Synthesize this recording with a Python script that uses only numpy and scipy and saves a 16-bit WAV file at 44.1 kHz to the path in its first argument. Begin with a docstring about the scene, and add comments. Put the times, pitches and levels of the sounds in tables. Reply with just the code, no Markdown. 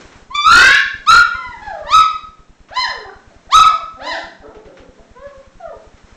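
"""A litter of puppies in a plastic tub yips, whines and grunts: vocal-fold overtones shaped by throat and mouth.
A hard-floored room answers the voices with dense echoes of decaying noise.
Claws scratch and tap in bursts of noise; paws on cloth and room air make a patchy noise bed.
The small recorder clips the loudest yips and adds a soft low thud of its own about ten times a second."""
import sys
import numpy as np
from scipy import signal
from scipy.fft import rfft, irfft
from scipy.io import wavfile
from scipy.ndimage import uniform_filter1d

SR = 44100
rng = np.random.default_rng(int(sys.argv[2]) if len(sys.argv) > 2 else 0)


def level_to_linear(level):
    """Convert decibel levels to linear amplitude factors, elementwise."""
    exponent = np.asarray(level, float) / 20
    return 10 ** exponent


def generate_wav(sig):
    """Save sig (samples, or channels by samples) to the path in sys.argv[1] as 16-bit PCM at SR."""
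    pcm = np.round(np.clip(np.atleast_2d(sig).T, -1, 1) * 32767).astype(np.int16)
    wavfile.write(sys.argv[1], SR, pcm)


N = 271656   # length in samples

# short downward steps inside the recorder, heard as thuds: start_s
THUD_STARTS = [0.0527, 0.157, 0.221, 0.295, 0.349, 0.463, .8576, .942, .991, 1.1228, 1.1573, 1.205, 1.27,
               1.3554, 1.4668, 1.571, 1.6203, 1.733, 1.8193, 2.031, 2.1403, 2.236, 2.2874, 2.3935, 2.495,
               2.604, 2.707, 2.7891, 2.8872, 2.9753, 3.059, 3.1597, 3.274, 3.3623, 3.4716, 3.7287, 3.834,
               3.9399, 4.023, 4.129, 4.24, 4.402, 4.4843, 4.5674, 4.659, 4.8006, 4.889, 4.997, 5.1106,
               5.1933, 5.2692, 5.376, 5.4736, 5.555, 5.675, 5.765, 5.8696, 5.941, 6.04, 6.1237]
# rarer upward steps: start_s
BUMP_STARTS = [.946, 1.347, 1.488, 1.677, 1.848, 1.911]
THUD_DB, BUMP_DB = -35, -29   # step heights before rounding
THUD_EDGE_HZ, COUPLING_HZ = 290, 6.2   # low-pass that rounds the steps, high-pass of the capacitor
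STEP_SHORTEST_S, STEP_EXTRA_S = .0058, 0.0021   # length of a step: the least, and the mean of a random addition

# paws on cloth and room air, level before its random wobble: time_s, level_db (rms)
SHUFFLE_LEVEL = [(0, -39.5), (.17, -45.5), (.3, -50), (1.7, -46), (2.4, -53.5), (3.2, -50), (4.6, -52.5),
                 (6.16, -48)]
# relative spectrum of that bed: frequency_hz, density_db (per Hz)
AIR_SPECTRUM = [(15, -29.5), (40, 4.5), (110, 1.5), (220, 6.5), (400, 3), (1100, -1.5), (1500, -1.5),
                (3000, -9.5), (6800, -12), (8500, 0.5), (11000, -63)]

# claws on plastic and cloth; the noise starts at an rms 8 dB below level_db: start_s, level_db
CLAW_SCRATCHES = [(0.0094, -36), (0.1203, -36), (1.655, -36), (2.686, -35.5), (4.546, -39), (4.652, -42),
                  (4.77, -34.5), (5.269, -41.5), (5.439, -46), (5.9736, -42.5), (6.09, -45.5)]
# relative spectrum of the scratches: frequency_hz, density_db (per Hz)
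SCRATCH_SPECTRUM = [(120, -35.5), (300, -4.5), (800, -1.5), (1300, 2.5), (2400, -2.5), (3500, -8),
                    (6000, -15), (8500, -24.5)]
SCRATCH_T60_S = 0.35

# a single claw taps the rim; onset rms of the noise before its high-pass: start_s, level_db
CLAW_TAPS = [(.0094, -33), (0.358, -21)]
TAP_LOW_HZ, TAP_T60_S = 3600, .05

# reverberation time of the room: frequency_hz, t60_s
ROOM_DECAY = [(150, 1), (500, 0.45), (1300, 0.53), (2600, 0.49), (4000, 0.49), (7000, 0.52)]
ROOM_DB, ROOM_BUILD_S = -.5, .01   # level of the whole echo tail, time constant of its rise

# the loudest puppy, one path per yip: time_s, pitch_hz, level_db (fundamental, before shaking), mouth_opening (0-1)
YIP_PATHS = [
    [(.3, 970, -29.5, 0.36), (.343, 1133, -32.5, 0.46), (.352, 1170, -16, 1.), (.43, 1161, -20, 0.61),
     (.47, 1296, -7, 0.6), (.52, 1401, -5.5, 0.4), (.65, 1576, -7.5, 0.58), (.72, 1666, -12.5, 0.54),
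     (.755, 1743, -16, 0.42), (.78, 1774, -17.5, .8)],
    [(1.06, 1001, -29, .52), (1.075, 1191, -14, 0.41), (1.09, 1293, -6, 0.67), (1.11, 1343, -0.5, 0.59),
     (1.13, 1403, -10, 0.67), (1.15, 1432, -5.5, 0.26), (1.175, 1388, -18, .1), (1.2, 1316, -20, 0.4)],
    [(1.86, 866, -30.5, 0.4), (1.9, 1037, -30.5, 0.48), (1.925, 1184, -13.5, 0.54), (1.945, 1281, -5, 0.47),
     (1.968, 1279, -9.5, 0.52), (1.99, 1140, -29.5, 1), (2.03, 916, -34.5, 0.9)],
    [(2.705, 490, -31, 0), (2.73, 805, -35.5, 0.34), (2.755, 934, -40.5, 0.55), (2.77, 1009, -17.5, 0.45),
     (2.82, 1038, -25, 0.55), (2.845, 929, -25.5, 0.94), (2.87, 783.4, -36, 0.73), (2.9, 645, -37.5, 0.67),
     (2.95, 489.6, -40.5, 0), (3.03, 405, -46.5, 0), (3.12, 365.5, -54.5, .05)],
    [(3.49, 587, -25, 0), (3.51, 871, -41, 0.49), (3.53, 1083, -11, 0.47), (3.55, 1269, -1, 0.5),
     (3.58, 1310, -5.5, 0.56), (3.62, 1298, -9, 0), (3.645, 1141, -22, 0.97), (3.67, 874, -36.5, 0.65),
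     (3.72, 710, -55, .9)],
    [(3.99, 520, -35, 0.23), (4.02, 803, -34, 0.43), (4.05, 936.6, -34.5, 0.53), (4.08, 1028, -29.5, 0.58),
     (4.1, 986, -28.5, .7), (4.135, 852, -31.5, 0.9), (4.155, 767, -32, 0.69), (4.18, 712, -54, 0.78),
     (4.24, 660, -37, 0)],
]
# the colour of each yip: tilt_db (per octave), tilt_change_db (start to end, per octave), roughness (0-1)
YIP_COLOURS = [(-6, -4.5, 0.08), (-7, -9, 0.16), (-3.5, -3, 0.21), (-1.5, -0.5, 0.5), (-4, -1, 0.3),
               (0.5, 12, 0.09)]
# the others whining, one path per whine: time_s, pitch_hz, level_db (fundamental, before shaking), mouth_opening (0-1)
WHINE_PATHS = [
    [(1.34, 1030, -30.5, 0.79), (1.38, 1043, -40.5, 1), (1.45, 1005, -35.5, 0.95), (1.5, 969, -39, 0.71),
     (1.545, 916, -38.5, 0.8), (1.58, 774, -47.5, .76)],
    [(1.617, 811.5, -23.5, 0.63), (1.645, 886, -40.5, 0.64), (1.68, 830, -26.5, 0.65),
     (1.71, 751, -33, 0.5), (1.735, 664, -30, 0.33), (1.78, 610.4, -33.5, 0.4), (1.84, 589, -35, 0),
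     (1.87, 590, -24, 0.8)],
    [(3.58, 768, -22, 0.3), (3.64, 746, -45, .2), (3.72, 681, -37.5, 0.3), (3.8, 649, -52, 0),
     (3.86, 590, -48, 0.73)],
    [(5.15, 474.3, -40.5, 0.14), (5.21, 541.4, -45.5, 0.5), (5.25, 569, -33, 0.26), (5.3, 548, -45.5, 0.46),
     (5.35, 530.6, -44.5, 0.37), (5.43, 516, -60, .3)],
    [(5.598, 762, -26, 0.36), (5.62, 699, -35.5, 0.57), (5.66, 641.6, -32, 0.31), (5.7, 582, -37.5, 0.54),
     (5.72, 480.5, -45, 0.23), (5.76, 406, -43.5, 0)],
    [(3.965, 248.8, -47, 0.17), (4.02, 270.2, -49.5, .07), (4.06, 302.7, -44.5, .09),
     (4.12, 332.4, -40.5, 0.09), (4.2, 331, -51, 0.13)],
    [(4.43, 417.5, -44, 0.45), (4.46, 447, -39, 0.49), (4.54, 437.5, -56, 0.39), (4.59, 428, -39, 0.42)],
]
# the colour of each whine: tilt_db (per octave), tilt_change_db (start to end, per octave), roughness (0-1)
WHINE_COLOURS = [(-8.5, -5.5, .15), (-9, -4, 0.5), (-13.5, -7, 0.5), (-7.5, -9.5, 0), (-10, 3, 0.38),
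                 (-5, 4, 0.38), (-11, -3, 0.8)]
# short soft calls, low grunts and two faint whines, level_db at the louder end:
# start_s, length_s, first_pitch_hz, last_pitch_hz, level_db
SOFT_CALLS = [(1.258, 0.14, 588, 500, -49), (3.301, 0.038, 657, 574, -40),
              (4.248, 0.049, 224.3, 186, -42.5), (4.409, 0.13, 265, 352, -48.5),
              (4.546, 0.065, 227, 195, -53), (4.645, 0.12, 184.5, 177.8, -52.5),
              (4.786, 0.1, 284, 240, -53), (4.973, 0.055, 206, 210, -52.5)]
SOFT_COLOUR, SOFT_MOUTH = (-8, -6, 0.68), .05   # colour columns as for a whine; mouth nearly shut
SOFT_SAG_DB, SOFT_SWELL_DB = -8, 25   # level change over a soft call: fixed part, plus a part per octave of pitch rise

# resonances of the throat, applied relative to the fundamental: frequency_hz, gain_db
THROAT_RESPONSE = [(150, 4), (400, 12), (700, 17), (1100, 6), (1700, 10), (2300, -0.5), (3000, 1.5),
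                   (3600, 6.5), (4200, 5.5), (4900, 4), (5800, -11), (7000, -7.5), (8500, -6.5)]
MOUTH_SHUT_HZ, MOUTH_WIDE_HZ = 398, 2115   # mouth resonance at opening 0 and 1
MOUTH_DB, MOUTH_OCTAVES = 10, .25   # its boost and width
MUFFLE_HZ, MUFFLE_DB = 1800, -45   # shut lips: loss per octave above this frequency
ROUGHENING = 0.83   # roughness runs from 1 - this to 1 + this times its mean, within 0-1
GLIDE_TILT_DB = 0.3275   # added tilt per octave, for each octave a second of pitch rise

# a second, lower vibration of the folds in the first two yips:
# start_s, end_s, pitch_hz, level_db (added to the gain of each mixed tone)
SECOND_VIBRATION = [(.52, .77, 1098, -11.5), (1.11, 1.21, 944.6, -21)]
SECOND_ONSET_DB_PER_S = 1200.5   # slope of its rise and fall outside those times
# sum and difference tones: pitch_multiple, second_pitch_multiple
MIXED_MULTIPLES = [(0, 1), (1, 1), (2, -1), (2, 1), (1, -1), (1, 2), (3, -1), (3, 1), (2, 2)]
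# their gains in the same order: gain_db
MIXED_GAINS = [-6, -0.5, 1.5, -9, -29, -4, -17, -19.5, -17]

NOTCH_HZ, NOTCH_WIDTH_HZ, TOP_HZ = 4720, 280, 9700   # microphone: dip, its width, 60 dB down from here up
CLIP, LOPSIDED = .69, 0.041   # clipping level and downward offset of its range, full scale 1
BIAS_SHIFT = 0.065   # pull on the rest point per unit of filtered overload
OUTPUT_CUT_HZ, TREBLE_LEFT_DB = 8300, -8   # treble above the cut is turned down to this


def in_time(rows, t):
    """Read the columns of a time table at times t."""
    s, *columns = np.transpose(rows)
    return [np.interp(t, s, c) for c in columns]


def at_hz(points, hz):
    """Read a spectrum in dB along a logarithmic frequency axis."""
    table = np.array(points)
    return np.interp(np.log(hz), np.log(table[:, 0]), table[:, 1])


def rms_one(x):
    """Scale to an rms of 1."""
    return x / np.sqrt(np.mean(x ** 2) + 1e-20)


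def filtered(x, order, hz, kind="low"):
    """Butterworth filter."""
    return signal.sosfilt(signal.butter(order, hz, kind, fs=SR, output="sos"), x)


def wobble(rate_hz, size):
    """Slow random motion of rms 1: noise twice through a one-pole low-pass."""
    r = np.exp(-2 * np.pi * rate_hz / SR)
    noise = rng.standard_normal(size + 4000)
    slow = signal.lfilter([1], [1, -2 * r, r * r], noise)
    return rms_one(slow[4000:])   # the filter has settled by then


def coloured(x, spectrum):
    """Shape a noise by a spectrum; rms 1."""
    hz = np.arange(len(x) // 2 + 1) * SR / len(x) + 1
    return rms_one(irfft(rfft(x) * level_to_linear(at_hz(spectrum, hz)), len(x)))


def thuds():
    """Rounded steps; the coupling capacitor leaves a slow overshoot after each."""
    steps = np.zeros(N)
    for starts, height in ((THUD_STARTS, -level_to_linear(THUD_DB)), (BUMP_STARTS, level_to_linear(BUMP_DB))):
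        lengths = STEP_SHORTEST_S + STEP_EXTRA_S * rng.exponential(1, len(starts))
        for s, length in zip(starts, lengths):
            steps[round(s * SR):round((s + length) * SR)] += height
    rounded = filtered(steps + 1e-18, 2, THUD_EDGE_HZ)
    return filtered(rounded, 1, COUPLING_HZ, "high")


def shuffle():
    """Paws on cloth and room air: a noise bed whose level drifts and wobbles."""
    level_db, = in_time(SHUFFLE_LEVEL, np.arange(N) / SR)
    level_db = level_db + 0.76 * wobble(8.3, size=N)
    return level_to_linear(level_db) * coloured(rng.standard_normal(N), AIR_SPECTRUM)


def bursts(t, start_s, level_db, t60_s):
    """Envelope that starts at once and dies away exponentially."""
    return (t >= start_s) * level_to_linear(level_db - 60 * np.maximum(t - start_s, 0) / t60_s)


def scratches():
    """Each claw scratch is a burst of coloured noise that dies away."""
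    t = np.arange(N) / SR
    envelope = sum(bursts(t, s, level_db - 8.0, SCRATCH_T60_S) for s, level_db in CLAW_SCRATCHES)
    return envelope * coloured(rng.standard_normal(N), SCRATCH_SPECTRUM)


def ticks():
    """A claw on the rim gives very short, bright bursts of noise."""
    t = np.arange(N) / SR
    envelope = sum(bursts(t, s, level_db, TAP_T60_S) for s, level_db in CLAW_TAPS)
    return envelope * filtered(rng.standard_normal(N), 4, TAP_LOW_HZ, "high")


def room(x):
    """Dense echoes: noise that builds up fast and dies band by band."""
    t = np.arange(SR) / SR
    edges = 100 * 2 ** np.arange(0, 7, .5)   # half-octave bands
    white, tail = rng.standard_normal((2, SR)), np.zeros(SR)
    for k, (low, high) in enumerate(zip(edges, edges[1:])):
        t60 = at_hz(ROOM_DECAY, np.sqrt(low * high))
        band = filtered(white[k % 2], 2, [low, high], "band")   # neighbours use different noise
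        tail += band * level_to_linear(-60 * t / t60)
    tail *= 1 - np.exp(-t / ROOM_BUILD_S)
    tail /= np.sqrt(np.sum(tail ** 2))
    return level_to_linear(ROOM_DB) * signal.fftconvolve(x, tail)[:N]


def colouring(colour, pitch, roughening):
    """Tilt drifts along a call and is brighter while the pitch climbs; roughness can grow towards the end."""
    tilt_db, change_db, rough = colour
    progress = np.linspace(-.5, .5, len(pitch))
    octaves_per_s = np.gradient(np.log2(pitch)) * SR
    glide = np.clip(uniform_filter1d(octaves_per_s, size=600), -20, 20)
    tilt_db = tilt_db + change_db * progress + GLIDE_TILT_DB * glide
    return tilt_db, np.clip(rough * (1 + 2 * roughening * progress), 0, 1)


def tract(freq_hz, opening):
    """Throat resonances plus a mouth resonance that rises as the mouth opens; shut lips muffle the treble."""
    mouth_hz = MOUTH_SHUT_HZ + (MOUTH_WIDE_HZ - MOUTH_SHUT_HZ) * np.clip(opening, 0, 1)
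    octaves_off = np.log2(freq_hz / mouth_hz)
    gain_db = at_hz(THROAT_RESPONSE, freq_hz) + MOUTH_DB * np.exp(-(octaves_off / MOUTH_OCTAVES) ** 2)
    shut = np.maximum(1 - 2 * opening, 0)
    return gain_db + MUFFLE_DB * shut * np.log2(np.maximum(freq_hz / MUFFLE_HZ, 1))


def second_vibration(t, second, phase, shakes_db):
    """Two vibrations in one airflow multiply into sum and difference tones."""
    begin, stop, low_hz, low_db = second
    outside_s = np.maximum(np.maximum(begin - t, t - stop), 0)
    low_db = low_db - SECOND_ONSET_DB_PER_S * outside_s
    low = 2 * np.pi * np.cumsum(low_hz * (1 + .012 * wobble(60.0, size=len(t)))) / SR
    tones = sum(level_to_linear(db + shakes_db[m]) * np.sin(m * phase + n * low)
                for (m, n), db in zip(MIXED_MULTIPLES, MIXED_GAINS))
    return level_to_linear(low_db) * tones


def breath(phase, opening):
    """Air hisses out once a cycle of the folds, duller when the mouth is less open."""
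    puffs = (1 + np.cos(phase)) * coloured(rng.standard_normal(len(phase)), THROAT_RESPONSE)
    cut_hz = MUFFLE_HZ * 2 ** (9.4 * np.mean(opening) - 1)
    return filtered(puffs, 2, min(cut_hz, SR / 3))


def call(rows, colour, second=None, roughening=ROUGHENING, jitter=0.011, breath_db=-21.5):
    """Overtones of the vocal folds through throat and mouth; roughness shakes pitch and levels and lets air hiss."""
    start, end = round(rows[0][0] * SR), round(rows[-1][0] * SR)
    t = np.arange(start, end) / SR
    pitch, level_db, opening = in_time(rows, t)
    tilt_db, rough = colouring(colour, pitch, roughening)
    shaken_pitch = pitch * (1 + jitter * rough * wobble(100.0, size=len(t)))
    phase = 2 * np.pi * np.cumsum(shaken_pitch) / SR
    k = np.arange(1, 13)[:, None]   # overtone numbers, 1 is the fundamental
    tract_db = tract(k * pitch, opening)
    shake = wobble(49.0, size=len(t))
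    shifted = np.array([np.roll(shake, 997 * j) for j in range(len(k))])   # overtones shake apart
    shakes_db = 12.0 * rough * shifted
    shakes_db[0] *= .4   # the fundamental is the steadiest
    gains = level_to_linear(tract_db - tract_db[0] + tilt_db * np.log2(k) + shakes_db)
    gains = gains * (k * pitch < SR / 4)
    tone = np.sum(gains * np.sin(k * phase + k ** 2), axis=0)
    if second:
        tone += second_vibration(t, second, phase, shakes_db)
    hiss = rough * level_to_linear(breath_db) * breath(phase, opening)
    fade = np.clip(np.minimum(t - t[0], t[-1] - t) / 0.016, 0, 1)   # 16 ms at each end
    return start, fade * level_to_linear(level_db) * (np.sqrt(2) * tone + hiss)


def soft_call(start_s, length_s, first_hz, last_hz, level_db):
    """A breathy call, shaky in pitch, from a nearly shut mouth; it swells or sags with its pitch."""
    change_db = SOFT_SAG_DB + SOFT_SWELL_DB * np.log2(last_hz / first_hz)
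    rows = [(start_s, first_hz, level_db - max(change_db, 0), SOFT_MOUTH),
            (start_s + length_s, last_hz, level_db + min(change_db, 0), SOFT_MOUTH)]
    return call(rows, SOFT_COLOUR, roughening=0, jitter=.09, breath_db=-4)


def puppies():
    """All yips, whines and short soft calls, each at its time."""
    seconds = list(SECOND_VIBRATION) + [None] * (len(YIP_PATHS) - len(SECOND_VIBRATION))
    calls = [call(*yip) for yip in zip(YIP_PATHS, YIP_COLOURS, seconds)]
    calls += [call(*whine) for whine in zip(WHINE_PATHS, WHINE_COLOURS)]
    calls += [soft_call(*row) for row in SOFT_CALLS]
    out = np.zeros(N)
    for start, sound in calls:
        out[start:start + len(sound)] += sound
    return out


def scene():
    """Voices with their echoes, over claws, paws and air; one channel."""
    voices = puppies()
    return (voices + room(voices) + scratches() + ticks() + shuffle())[None]


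def top_cut(x):
    """Nothing passes above the cut-off."""
    return signal.sosfilt(signal.butter(12, 15760, fs=SR, output="sos"), x)


def record(dry):
    """The microphone dips and ends in the treble; the input stage clips hard, a little off centre."""
    x = signal.lfilter(*signal.iirnotch(NOTCH_HZ, NOTCH_HZ / NOTCH_WIDTH_HZ, fs=SR), dry)
    x = signal.sosfilt(signal.cheby2(8, 60, TOP_HZ, fs=SR, output="sos"), x) + thuds()
    excess = np.maximum(np.abs(x) - CLIP, 0)
    sag = filtered(excess, 2, [15.0, 150.0], "band")   # overload pulls the stage's rest point down
    clipped = np.clip(x, -CLIP - LOPSIDED, CLIP - LOPSIDED) - BIAS_SHIFT * sag
    dull = signal.sosfiltfilt(signal.butter(4, OUTPUT_CUT_HZ, fs=SR, output="sos"), clipped)
    mix = dull + level_to_linear(TREBLE_LEFT_DB) * (clipped - dull)   # the overload's top overtones come through weakened
    return top_cut(mix)


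dry = scene()
out = record(dry)
generate_wav(out)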